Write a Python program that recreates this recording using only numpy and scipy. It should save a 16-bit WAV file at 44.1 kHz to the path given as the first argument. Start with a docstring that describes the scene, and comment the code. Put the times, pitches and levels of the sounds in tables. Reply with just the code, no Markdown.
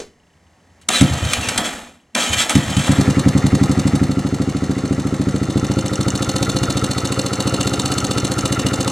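"""A small one-cylinder four-stroke engine is started in a garage, heard from a hand-held microphone.
The electric starter grinds, the engine fires once and runs down; on the second try it catches and idles.
In each cycle gas puffs from the exhaust, the valves clatter, the gears whine and the piston gulps air.
Their loudness follows the throttle, the speed and the microphone, which moves up to the cylinder and
on to the front. The walls echo, and behind it all are a faint hiss and a faint ticking."""
import sys
import numpy as np
from scipy import signal
from scipy.fft import rfft, irfft, next_fast_len
from scipy.io import wavfile

SR = 44100
rng = np.random.default_rng(int(sys.argv[2]) if len(sys.argv) > 2 else 0)


def unload_audio(sound):
    """Save the sound as a 16-bit wav file, at the path given as the first command line argument."""
    columns = np.transpose(np.atleast_2d(sound))
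    # keep every value between -1 and 1, then stretch to whole-number steps
    steps = np.round(np.clip(columns, -1, 1) * 32767)
    wavfile.write(sys.argv[1], SR, steps.astype(np.int16))


N = 392931
TIME = np.arange(N) / SR
IDLE_HZ = 14.1  # firings per second at idle

# lone firings before the engine runs: (time [s], level [dB], puff pitch [Hz])
LONE_FIRINGS = [(1.015, -5, 143), (2.5566, -7.5, 147), (2.771, -11.5, 114)]
# strokes that only pump air out and back in: (time [s], level [dB], pitch [Hz], wait for the gulp [s])
AIR_STROKES = [(1.114, -17.5, 76, 0.024), (1.229, -18, 60, 0.027), (1.39, -24.5, 60, 0.087),
               (1.56, -31.5, 90, 0.043), (2.307, -23.5, 55, .063), (2.68, -22, 107, 0.026)]
# loudness of the puffs; every LOUDNESS table lists (base level [dB], change at full throttle [dB],
# change at the cylinder [dB], change at the front [dB], change per extra firing a second [dB])
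EXHAUST_LOUDNESS = (-15, 7, -0.04, -4, 0.08)
def exhaust(at, idle_hz=170, throttle_hz=36, near_hz=15, uneven_db=-1.37, gulp_db=-3.0, gulp_ratio=1.32):
    """Each firing pushes out a puff: louder and deeper with the throttle open, higher from close by."""
    out, chance = np.zeros(N), rng.standard_normal((len(at), 2))
    level_db = loudness(EXHAUST_LOUDNESS, at) + uneven_db * chance[:, 1]
    pitch_hz = idle_hz - throttle_hz * curve(THROTTLE, at)[0] + near_hz * curve(MIC_PATH, at)[0]
    pitch_hz *= 1 + 0.026 * chance[:, 0]
    for row in list(LONE_FIRINGS) + list(zip(at, level_db, pitch_hz)):
        add(out, *puff(*row))
    for s, db, hz, wait in AIR_STROKES:
        add(out, *puff(s, db, hz))
        add(out, *puff(s + wait, db + gulp_db, hz * gulp_ratio))
    return out


# first wall echoes, heard beside the machine and at the cylinder: (delay [ms], strength [factor])
FAR_ECHOES = [(2.93, 0.35), (4.78, 0.57), (7.98, 0.27), (10.58, 0.91), (19.58, -0.41), (26.96, -0.28),
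              (30.35, 0.14), (33.02, -0.28), (37.94, 0.16)]
NEAR_ECHOES = [(2.05, 0.75), (9.32, 0.52), (10.89, 0.65), (16.76, 0.54), (18.27, -0.51), (20.47, 0.33),
               (30.6, 0.3), (32.47, -0.26), (41.93, -0.39)]
# low notes at which the silencer and garage boom: (pitch [Hz], width [Hz], level [dB])
BOOM_NOTES = [(68, 52, 7.5), (126, 12.2, 15.5), (145.5, 13, 12.5), (191, 11, 13.5), (258.9, 25.1, 20),
              (333.4, 5, 12.5), (445.6, 23, 7.5), (521.2, 12, 18), (710, 30, -21)]
def puff(s, db, pitch_hz, cut_hz=59, body_hz=45, knee=2.45, leak=0.56, bass_lag_s=0.0022, bass_hz=90):
    """One burst of gas with its wall echoes and boom; gives back its start time and its sound."""
    size, lead = 2 ** 14, 2 ** 9
    hz = np.fft.rfftfreq(size, 1 / SR)[:size // 16]
    pulse = hz / pitch_hz * np.exp(-hz / pitch_hz)
    muffled_hz = knee * pitch_hz * (pitch_hz / 160) ** 0.36
    pulse *= leak + 1 / (1 + (hz / muffled_hz) ** 10)  # the silencer swallows most of the upper part
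    u = 1j * hz / body_hz
    pulse *= abs(u * u / (u * u + u + 1)) ** 2  # a small pipe gives off no deep bass
    pulse *= 1 - np.exp(-(hz / cut_hz) ** 10)
    bass_lag = bass_lag_s * bass_hz * np.tanh(hz / bass_hz)  # the bass leaves the silencer last
    pulse = pulse * np.exp(-2j * np.pi * (bass_lag + hz * lead / SR))
    near = curve(MIC_PATH, s)[0]
    far_walls, near_walls = (sum(gain * np.exp(-2j * np.pi * hz * ms / 1000) for ms, gain in echoes)
                             for echoes in (FAR_ECHOES, NEAR_ECHOES))
    walls = 1 + (1 - near) * far_walls + near * near_walls
    sound = irfft(pulse * walls * (1 + resonances(BOOM_NOTES, hz)), size)
    strength = np.sqrt(np.sum(sound ** 2) / (0.036 * SR))  # as if packed into 36 ms
    return s - lead / SR, amp(db) * sound / strength


# engine speed from the moment it catches: (time [s], speed [firings per s])
ENGINE_SPEED = [(2.895, 10.733), (3.4, 11.09), (3.743, 12.642), (3.933, 12.423), (4.79, 14.065),
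                (5.244, 13.711), (5.687, 14.27), (5.953, 13.252), (6.322, 14.828), (6.785, 14.35),
                (7.417, 14.134), (7.835, 16.674), (8.155, 14.657), (8.8, 14.067)]
def firings():
    """Times at which the running engine fires, once in each whole cycle."""
    t = TIME[TIME >= ENGINE_SPEED[0][0]]
    cycles_done = np.cumsum(curve(ENGINE_SPEED, t)[0]) / SR
    return np.interp(np.arange(int(cycles_done[-1]) + 1), cycles_done, t)


# the throttle is held open to start, then let go: (time [s], opening [0-1])
THROTTLE = [(2.9, 0.98), (3.95, 0.69), (4.14, 0.13), (4.9, 0.04)]
# where the microphone is: (time [s], nearness to the cylinder [0-1], way to the front [0-1])
MIC_PATH = [(5.2, .2, 0.12), (6.25, .94, 0.44), (7.1, 0.92, 1), (8.8, 1, 0.87)]
def loudness(table, t=TIME):
    """Level in dB of one engine part, from the throttle, the speed and the microphone's place."""
    base_db, throttle_db, near_db, front_db, speed_db = table
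    near, front = curve(MIC_PATH, t)
    opening = curve(THROTTLE, t)[0]
    extra_speed = curve(ENGINE_SPEED, t)[0] - IDLE_HZ
    return base_db + throttle_db * opening + near_db * near + front_db * front + speed_db * extra_speed


# loudness of the pipe's note, columns as in EXHAUST_LOUDNESS
BARK_LOUDNESS = (-33.5, 5.5, -1, 9, -0.6)
def pipe_barks(at, hz=532, width_hz=70, decay_s=0.025):
    """The gas of each firing sets the exhaust pipe ringing with a hollow note."""
    rows = np.c_[at, loudness(BARK_LOUDNESS, at), np.full(len(at), decay_s)]
    return blows(rows, rise_s=0.0067) * resonate(grit(9000, 0.64), hz, width_hz)


# loudness of the gulps, columns as in EXHAUST_LOUDNESS
GULP_LOUDNESS = (-52.5, 0, 3, 9, -4)
def air_gulps(at, cycle_share=.76, pitch_hz=115):
    """Late in each cycle the piston gulps air through the filter box."""
    out, when = np.zeros(N), at + cycle_share * np.gradient(at)
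    for s, db in zip(when, loudness(GULP_LOUDNESS, when)):
        add(out, *puff(s, db, pitch_hz))
    return out


# loudness of the clatter, columns as in EXHAUST_LOUDNESS
CLATTER_LOUDNESS = (-34, 12.5, 15, -0.45, 0.56)
def valve_cycles(at, starting_period_s=.09, starting_db=-25):
    """Time, length and clatter level of each cycle, first on the starter and then running."""
    strokes = [row[0] for row in list(LONE_FIRINGS) + list(AIR_STROKES)]
    each = np.ones(len(strokes))
    period_s = np.r_[starting_period_s * each, np.gradient(at)]
    level_db = np.r_[starting_db * each, loudness(CLATTER_LOUDNESS, at)]
    return np.r_[strokes, at], period_s, level_db


# tone of the valves' clatter and of their lighter tick: (frequency [Hz], level [dB])
CLATTER_TONE = [(200, -50.5), (550, 1.5), (1000, 3.5), (2000, -8), (3200, -3), (4300, 1.5), (5300, -3),
                (7500, 2), (9500, -4.5), (12000, -14), (14000, -22.5), (16500, -59)]
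TICK_TONE = [(1500, -41), (3000, 12), (4400, -21), (5400, 16.5), (7200, 15), (9000, 7), (12000, -47),
             (16000, -52)]
def valves(at, period_s, level_db, slap_s=0.0148, scrape_lead_s=0.0037, bounce_s=0.0033, tick_s=0.0226):
    """The valves strike twice a cycle: a scrape leads into a slap that bounces, then comes a tick."""
    chance, each = rng.standard_normal((len(at), 4)), np.ones(len(at))
    slap_at = at + slap_s + 0.31 * (period_s - np.median(period_s)) + 0.00026 * chance[:, 0]
    bounce_at = slap_at + bounce_s * (1 + .2 * rng.standard_normal(len(at)))
    tick_at = slap_at + tick_s + .0005 * chance[:, 2]
    settling_db = np.interp(at, [3.6, 4.6], [-13, 0])  # the tick comes out as the idle settles
    passing_db = 8 * bump(at, 5.95, 0.28)  # the microphone passes the valve cover
    scrape = np.c_[slap_at - scrape_lead_s, level_db - 7, .008 * each]
    slap = np.c_[slap_at, level_db + 6 + .5 * chance[:, 1], .0055 * each]
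    bounce = np.c_[bounce_at, level_db + 1, .004 * each]
    tick = np.c_[tick_at, level_db + settling_db + passing_db + 1.6 * chance[:, 3], .003 * each]
    strikes = np.hypot(blows(np.r_[slap, bounce], rise_s=0.0021), blows(scrape, rise_s=0.001))
    rattle = strikes * grit(22000, 0.56) * unit(amp(1.43 * drift(900)))
    ticks = blows(tick, rise_s=0.00084) * grit(17000, 1.0)
    return colour(rattle, CLATTER_TONE) + colour(ticks, TICK_TONE)


# loudness of the thuds, columns as in EXHAUST_LOUDNESS
THUD_LOUDNESS = (-27, 4, 4.5, -2.5, .3)
# their dull tone: (frequency [Hz], level [dB])
THUD_TONE = [(200, -31), (520, 2.5), (800, 3.5), (1300, 0.5), (2100, 2.5), (3200, -16), (8000, -45)]
def cylinder_thuds(at, cycle_share=0.189, decay_s=0.0078):
    """The top of the cylinder knocks as the valves slap."""
    when = at + cycle_share * np.gradient(at)
    rows = np.c_[when, loudness(THUD_LOUDNESS, at), np.full(len(at), decay_s)]
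    return colour(blows(rows, rise_s=0.0027) * grit(9000, 1.0), THUD_TONE)


# tone of the churning chain and gears: (frequency [Hz], level [dB])
CHURN_TONE = [(35, -45), (60, -22), (130, 6), (300, 11), (520, 8.5), (620, 3), (780, 8), (930, -1),
              (1250, 3.5), (1550, -14), (2000, -8.5), (2500, -12.5), (7500, -12), (11000, -28),
              (15000, -69)]
# loudness of the churn and the whine, columns as in EXHAUST_LOUDNESS
CHURN_LOUDNESS = (-37, 7, 2, 2.5, 0.33)
WHINE_LOUDNESS = (-39.5, 3, 10, 1, 0.2)
def gears(angle, whine_hz=1345, bend=0.016):
    """Chain and gears churn and chatter, and their whine swells just before each firing."""
    churn = colour(grit(7000, 1.4), CHURN_TONE) * amp(loudness(CHURN_LOUDNESS) + 4.5)
    chatter = colour(grit(400, 4.5), CLATTER_TONE) * amp(loudness(CLATTER_LOUDNESS) - 24)
    teeth = resonate(grit(9000, 1.0), whine_hz * (1 + bend * np.cos(angle - 4.0)), width_hz=140)
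    whine = unit(teeth * amp(7.5 * np.cos(angle - 6.0))) * amp(loudness(WHINE_LOUDNESS) - 1)
    return churn + chatter + whine


# loudness of the rasp, columns as in EXHAUST_LOUDNESS
RASP_LOUDNESS = (-46.5, 10.5, 7.5, -2.5, -0.5)
def carburettor(angle, rasp_hz=1900, bend=0.071):
    """Air rasps through the carburettor each time the cylinder breathes in."""
    rasp = resonate(grit(6000, 1.6), rasp_hz * (1 + bend * np.sin(angle - 4.9)), width_hz=660)
    passing_db = 6 * bump(TIME, 8.68, 0.19)  # the microphone passes it
    return unit(rasp * amp(8.6 * np.cos(angle - 5.2))) * amp(loudness(RASP_LOUDNESS) + passing_db)


# notes of the cylinder and its fins: (pitch [Hz], width [Hz], level [dB], time the microphone passes [s])
FIN_NOTES = [(2850, 103, 14.5, 8), (3674, 182, 13, 6.4), (4276, 120, 11.5, 7.43), (6300, 500, -2, 4.7),
             (8000, 250, -7, 7.7), (9700, 130, -21, 10)]
def cooling_fins(clatter, passing_db=6, passing_s=1.0, uneven_db=3, far_db=-2):
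    """Adds the cylinder's uneven ringing to the clatter; each note swells as the microphone passes."""
    out = clatter.copy()
    distance_db = far_db * (1 - curve(MIC_PATH)[0])
    for hz, width, db, s in FIN_NOTES:
        ring = signal.lfilter(*signal.iirpeak(hz, hz / width, SR), clatter)
        wander_db = uneven_db * np.tanh(drift(IDLE_HZ))
        swell_db = passing_db * (bump(TIME, s, passing_s) - 1.5)
        out += ring * amp(db + distance_db + wander_db + swell_db)
    return out


# tone of the starter's high grind and low growl: (frequency [Hz], level [dB])
GRIND_TONE = [(900, -12), (1600, -0.5), (2700, 2), (3600, 0), (5000, -6.5), (7500, -0.5), (10000, -11.5),
              (12500, -16), (14500, -44), (16500, -63)]
GROWL_TONE = [(90, -23.5), (230, 8), (400, -3.5), (700, 3), (1300, -8), (1900, -2), (3500, -54)]
# notes at which the engine and starter cases ring: (pitch [Hz], width [Hz], level [dB])
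CASE_NOTES = [(527, 34, -4.5), (693, 28, -21), (1290, 125, 4), (2380, 32, 1), (2460, 40, -4.5),
              (3280, 68, 2), (3770, 30, 4.5), (4210, 26, -0.5), (5280, 57, -6.5), (7040, 110, -27),
              (8300, 55, -10.5), (9630, 50, -22)]
def starter(squeal_db=-9, overtone_db=-15, buzz_db=-8, wobble=.012, shudder_s=0.048):
    """Gear teeth and chain hammer the case and squeal with the speed; each clank makes them shudder."""
    high, low, powered, tooth_hz = starter_motion()
    shudder = blows([(s, db, shudder_s) for s, _, _, db in METAL_BLOWS], rise_s=0.0041)
    low = np.hypot(low, shudder)
    chain_angle = 2 * np.pi * np.cumsum(tooth_hz) / SR / 20
    links = unit(amp(0.48 * np.cos(chain_angle) + 1.2 * drift(200)))
    squeal = amp(squeal_db) * resonate(grit(9000, 1.0), tooth_hz, width_hz=170)
    squeal += amp(overtone_db) * resonate(grit(10000, 1.0), 2.25 * tooth_hz, width_hz=110)
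    squeal *= powered * (1 + np.tanh(drift(50)))  # the teeth bite in short fits
    shaft_angle = 2 * np.pi * np.cumsum(tooth_hz * (1 + wobble * drift(60))) / SR / 10
    overtones = sum(np.cos(k * shaft_angle + 2 * np.pi * rng.random()) for k in range(3, 28))
    buzz = powered * amp(buzz_db) * unit(overtones)
    grind = colour(high * links * (grit(14000, 1.5) + buzz), GRIND_TONE, CASE_NOTES)
    growl = colour(low * links * grit(7000, 1.8), GROWL_TONE, CASE_NOTES)
    return amp(-2) * grind + amp(-0.5) * growl + high * squeal


# the starter button: (time pressed [s], time let go [s])
BUTTON_PRESSES = [(0.887, 1.669), (2.149, 2.976)]
# the gears screech as they take the load: (time [s], level [dB], rise [s], squeal pitch [Hz])
SCREECHES = [(0.95, -17.5, .045, 4180), (1.315, -25.5, .035, 3110), (1.454, -30, .04, 2560),
             (1.658, -22.5, 0.0202, 3330), (2.212, -18.5, 0.055, 3360), (2.335, -17, 0.0102, 3196),
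             (2.399, -14.5, 0.028, 3300), (2.84, -25.5, .05, 3380)]
def starter_motion(grind_db=-29.5, growl_db=-28.5, free_hz=3352, spin_up_s=0.023, run_down_s=0.5):
    """The motor spins up, runs and coasts down; each strain swells the grind and bends its pitch."""
    turning, powered, strain = np.zeros((3, N))
    tooth_hz = free_hz * np.ones(N)
    for s, db, rise, hz in SCREECHES:
        swell = bump(TIME, s, np.where(TIME < s, rise, 1.45 * rise))
        strain += (amp(db) * swell) ** 2
        tooth_hz += swell * (hz - tooth_hz)
    for pressed, let_go in BUTTON_PRESSES:
        on = TIME >= pressed
        coasting = np.maximum(TIME - let_go, 0) / run_down_s
        turning += on * amp(-60 * coasting ** 1.58)
        powered += on * np.exp(-10 * coasting)
        tooth_hz *= 1 - on * 0.35 * np.exp(-abs(TIME - pressed) / spin_up_s)
    high = turning * np.sqrt(amp(grind_db) ** 2 + strain)
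    return high, turning * amp(growl_db), powered, tooth_hz * piston_drag()


def piston_drag(dip=.1, lead_s=0.00993, width_s=.04):
    """Share of its speed that the starter keeps each time the piston squeezes the air."""
    strokes = list(LONE_FIRINGS) + list(AIR_STROKES)
    return np.prod([1 - dip * bump(TIME, row[0] - lead_s, width_s) for row in strokes], axis=0)


# blows of the switch, starter drive and clutch: (time [s], level [dB], fade [s], shudder level [dB])
METAL_BLOWS = [(0.814, -46, 0.015, -65), (0.888, -2.5, 0.003, -18.5), (1.334, -8, 0.0058, -29),
               (1.487, -12, 0.0072, -40), (1.577, -9, 0.0074, -20), (2.151, -8, 0.0032, -15.5),
               (2.495, -14.5, 0.024, -20), (2.872, -23, 0.005, -19.5)]
# dull knocks as the machine is handled: (time [s], level [dB], fade [s])
HANDLING_KNOCKS = [(0.001, -26.5, 0.013), (0.014, -36.5, 0.036)]
# tone of a clank and of a knock: (frequency [Hz], level [dB])
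CLANK_TONE = [(150, -35), (700, -18), (2000, 1), (3200, 0), (5000, -5.5), (8000, 0.5), (11000, -13),
              (14000, -27), (16500, -47)]
KNOCK_TONE = [(80, -12), (250, -4.5), (420, 0.5), (700, -8), (1500, -15.5), (3000, -17), (7000, -15.5),
              (12000, -37), (16000, -65)]
def clanks(crack_db=-6.0, crack_lead_s=0.0044, crack_s=0.0083):
    """Metal blows ring the case, as does each lone firing just before its puff; handling adds knocks."""
    cracks = [(s - crack_lead_s, db + crack_db, crack_s) for s, db, _ in LONE_FIRINGS]
    hits = [row[:3] for row in METAL_BLOWS] + cracks
    metal = colour(blows(hits, rise_s=0.00009) * grit(14000, 0.49), CLANK_TONE, CASE_NOTES)
    knocks = colour(blows(HANDLING_KNOCKS, rise_s=0.00022) * grit(14000, 1.5), KNOCK_TONE)
    return metal + knocks


# how long the garage echoes: (frequency [Hz], time to fade by 60 dB [s])
ECHO_TIMES = [(100, 0.74), (500, 0.13), (3000, 0.2), (8000, 0.083), (15000, 0.41)]
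def garage(x, first_echo_s=0.0096, echoes_per_s=3000):
    """The walls throw back scattered echoes, and each frequency fades at its own speed."""
    t = np.arange(SR // 2) / SR
    echoes = rng.choice([-1., 1.], len(t)) * (rng.random(len(t)) < echoes_per_s / SR)
    hz, s, bands = signal.stft(echoes * (t > first_echo_s), SR, nperseg=256)
    fade = amp(-60 * s / read(ECHO_TIMES, hz)[:, None])
    tail = signal.istft(bands * fade, SR, nperseg=256)[1]
    return signal.fftconvolve(x, tail / np.linalg.norm(tail))[:N]


# tone of the background hiss: (frequency [Hz], level [dB])
HISS_TONE = [(18, -47), (30, -33), (87, 3), (107, -13.5), (171, -6), (346, -15.5), (735, -15.5),
             (1520, -24.5), (1870, -18), (2560, -28.5), (2770, -30.5), (7240, -30.5), (15000, -53)]
# the recorder's gain on the hiss, dipping and recovering: (time [s], level change [dB])
HISS_GAIN = [(0.2, 1), (0.8, 4.5), (2.05, -1.5), (3, 16)]
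def background_hiss(db=-57):
    """A faint background hiss that rises and dips with the recorder's gain."""
    return amp(db + curve(HISS_GAIN)[0]) * colour(rng.standard_normal(N), HISS_TONE)


def ticking(db=-58, hz=2900, per_s=30, uneven_db=4, decay_s=.005):
    """A faint, quick ticking in the background."""
    at = np.arange(0, N / SR, 1 / per_s)
    rows = np.c_[at, db + uneven_db * rng.standard_normal(len(at)), np.full(len(at), decay_s)]
    return blows(rows, rise_s=0.0012) * resonate(grit(9000, 0.9), hz, width_hz=400)


# how much left and right differ: (frequency [Hz], side level against the middle [dB])
STEREO_WIDTH = [(60, -16.5), (200, -23.5), (600, -16), (2000, -17.5), (4500, -12), (7000, -10.5),
                (9500, 0.5), (13000, -9.5)]
def stereo(mid, spread_s=0.0017):
    """The microphone's two sides hear nearly the same bass, but scattered treble differs between them."""
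    size = 2 ** 9
    hz, t = np.fft.rfftfreq(size, 1 / SR), np.arange(size) / SR
    scatter = np.tanh(3 * unit(rfft(rng.standard_normal(size) * np.exp(-t / spread_s)).real))
    response = np.roll(irfft(1j * unit(scatter) * amp(read(STEREO_WIDTH, hz))), size // 2)
    side = signal.fftconvolve(mid, response * np.hanning(size))[size // 2:][:N]
    return np.array([mid + side, mid - side])


def amp(db):
    """Turns decibels into a factor to multiply by."""
    return 10 ** (np.asarray(db) / 20)


def unit(x):
    """Scales a signal to an average strength (rms) of 1."""
    return x / np.sqrt(np.mean(x ** 2) + 1e-20)


def bump(t, centre_s, width_s):
    """A smooth hill that reaches 1 at its centre."""
    return np.exp(-((t - centre_s) / width_s) ** 2)


def curve(rows, t=TIME):
    """Reads every column of a table at the times t."""
    s, *columns = np.transpose(rows)
    return [np.interp(t, s, c) for c in columns]


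def read(points, hz):
    """Reads a table at the frequencies hz, sliding evenly through each octave."""
    f, value = np.transpose(points)
    return np.interp(np.log(hz + 1), np.log(f), value)


def add(mix, s, sound):
    """Adds a sound to the mix at s seconds."""
    part = mix[max(round(s * SR), 0):][:len(sound)]
    part += sound[:len(part)]


def resonances(notes, hz):
    """How a set of ringing notes answers each frequency."""
    return sum(amp(db) / (1 + 2j * (hz - centre) / width) for centre, width, db in notes)


def resonate(x, hz, width_hz):
    """Makes x ring in a narrow band around the pitch hz, which may move."""
    turn = np.exp(2j * np.pi * np.cumsum(hz * np.ones(N)) / SR)
    fade = np.exp(-np.pi * width_hz / SR)
    return unit((turn * signal.lfilter([1.], np.poly([fade, fade]), x / turn)).real)


def colour(x, tone, notes=()):
    """Gives x a tone and ringing notes; plain hiss keeps its power."""
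    size = next_fast_len(N + SR // 4)
    hz = np.fft.rfftfreq(size, 1 / SR)
    response = amp(read(tone, hz)) * (1 + resonances(notes, hz))
    return irfft(rfft(x, size) * response / np.sqrt(np.mean(abs(response) ** 2)), size)[:N]


def drift(per_s):
    """Smooth random wandering of strength 1."""
    knots = rng.standard_normal(N // 16)
    return unit(np.interp(TIME * per_s, np.arange(len(knots)), knots))


def grit(per_s, spread_db):
    """Many tiny impacts of uneven size."""
    size = amp(spread_db * np.minimum(rng.exponential(1, N), 4))
    return unit(rng.standard_normal(N) * size * (rng.random(N) < per_s / SR))


def blows(rows, rise_s):
    """Loudness outline of blows that swell and die away: (time [s], level [dB], fade [s])."""
    power, t = np.zeros(N), np.arange(SR // 5) / SR
    for s, db, decay in rows:
        add(power, s, (amp(db) * (1 - np.exp(-t / rise_s)) * np.exp(-t / decay)) ** 2)
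    return np.sqrt(power)


def scene(metal_room_db=-7, exhaust_room_db=-17):
    """Engine and starter in the garage, over faint hiss and ticking."""
    at = firings()
    cycle_starts = np.r_[at, 2 * at[-1] - at[-2]]
    angle = 2 * np.pi * np.interp(TIME, cycle_starts, np.arange(len(cycle_starts)))  # one circle a cycle
    running = np.clip((TIME - at[0]) / 0.11, 0, 1)  # fades in as the engine catches
    gas = exhaust(at) + air_gulps(at) + pipe_barks(at)
    clatter = valves(*valve_cycles(at)) + running * (gears(angle) + carburettor(angle))
    metal = amp(-1.5) * cooling_fins(clatter) + cylinder_thuds(at) + starter() + clanks()
    room = garage(amp(metal_room_db) * metal + amp(exhaust_room_db) * gas)
    return stereo(gas + metal + room + background_hiss() + ticking())


def record(dry, top_hz=16300):
    """The loudest firings overload and are softly flattened; the highest treble is cut off."""
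    clipped = dry / (1 + dry ** 8) ** (1 / 8)
    treble_cut = signal.firwin(511, top_hz, window=("kaiser", 9), fs=SR)
    return signal.oaconvolve(clipped, treble_cut[None], "same")


dry = scene()
out = record(dry)
unload_audio(out)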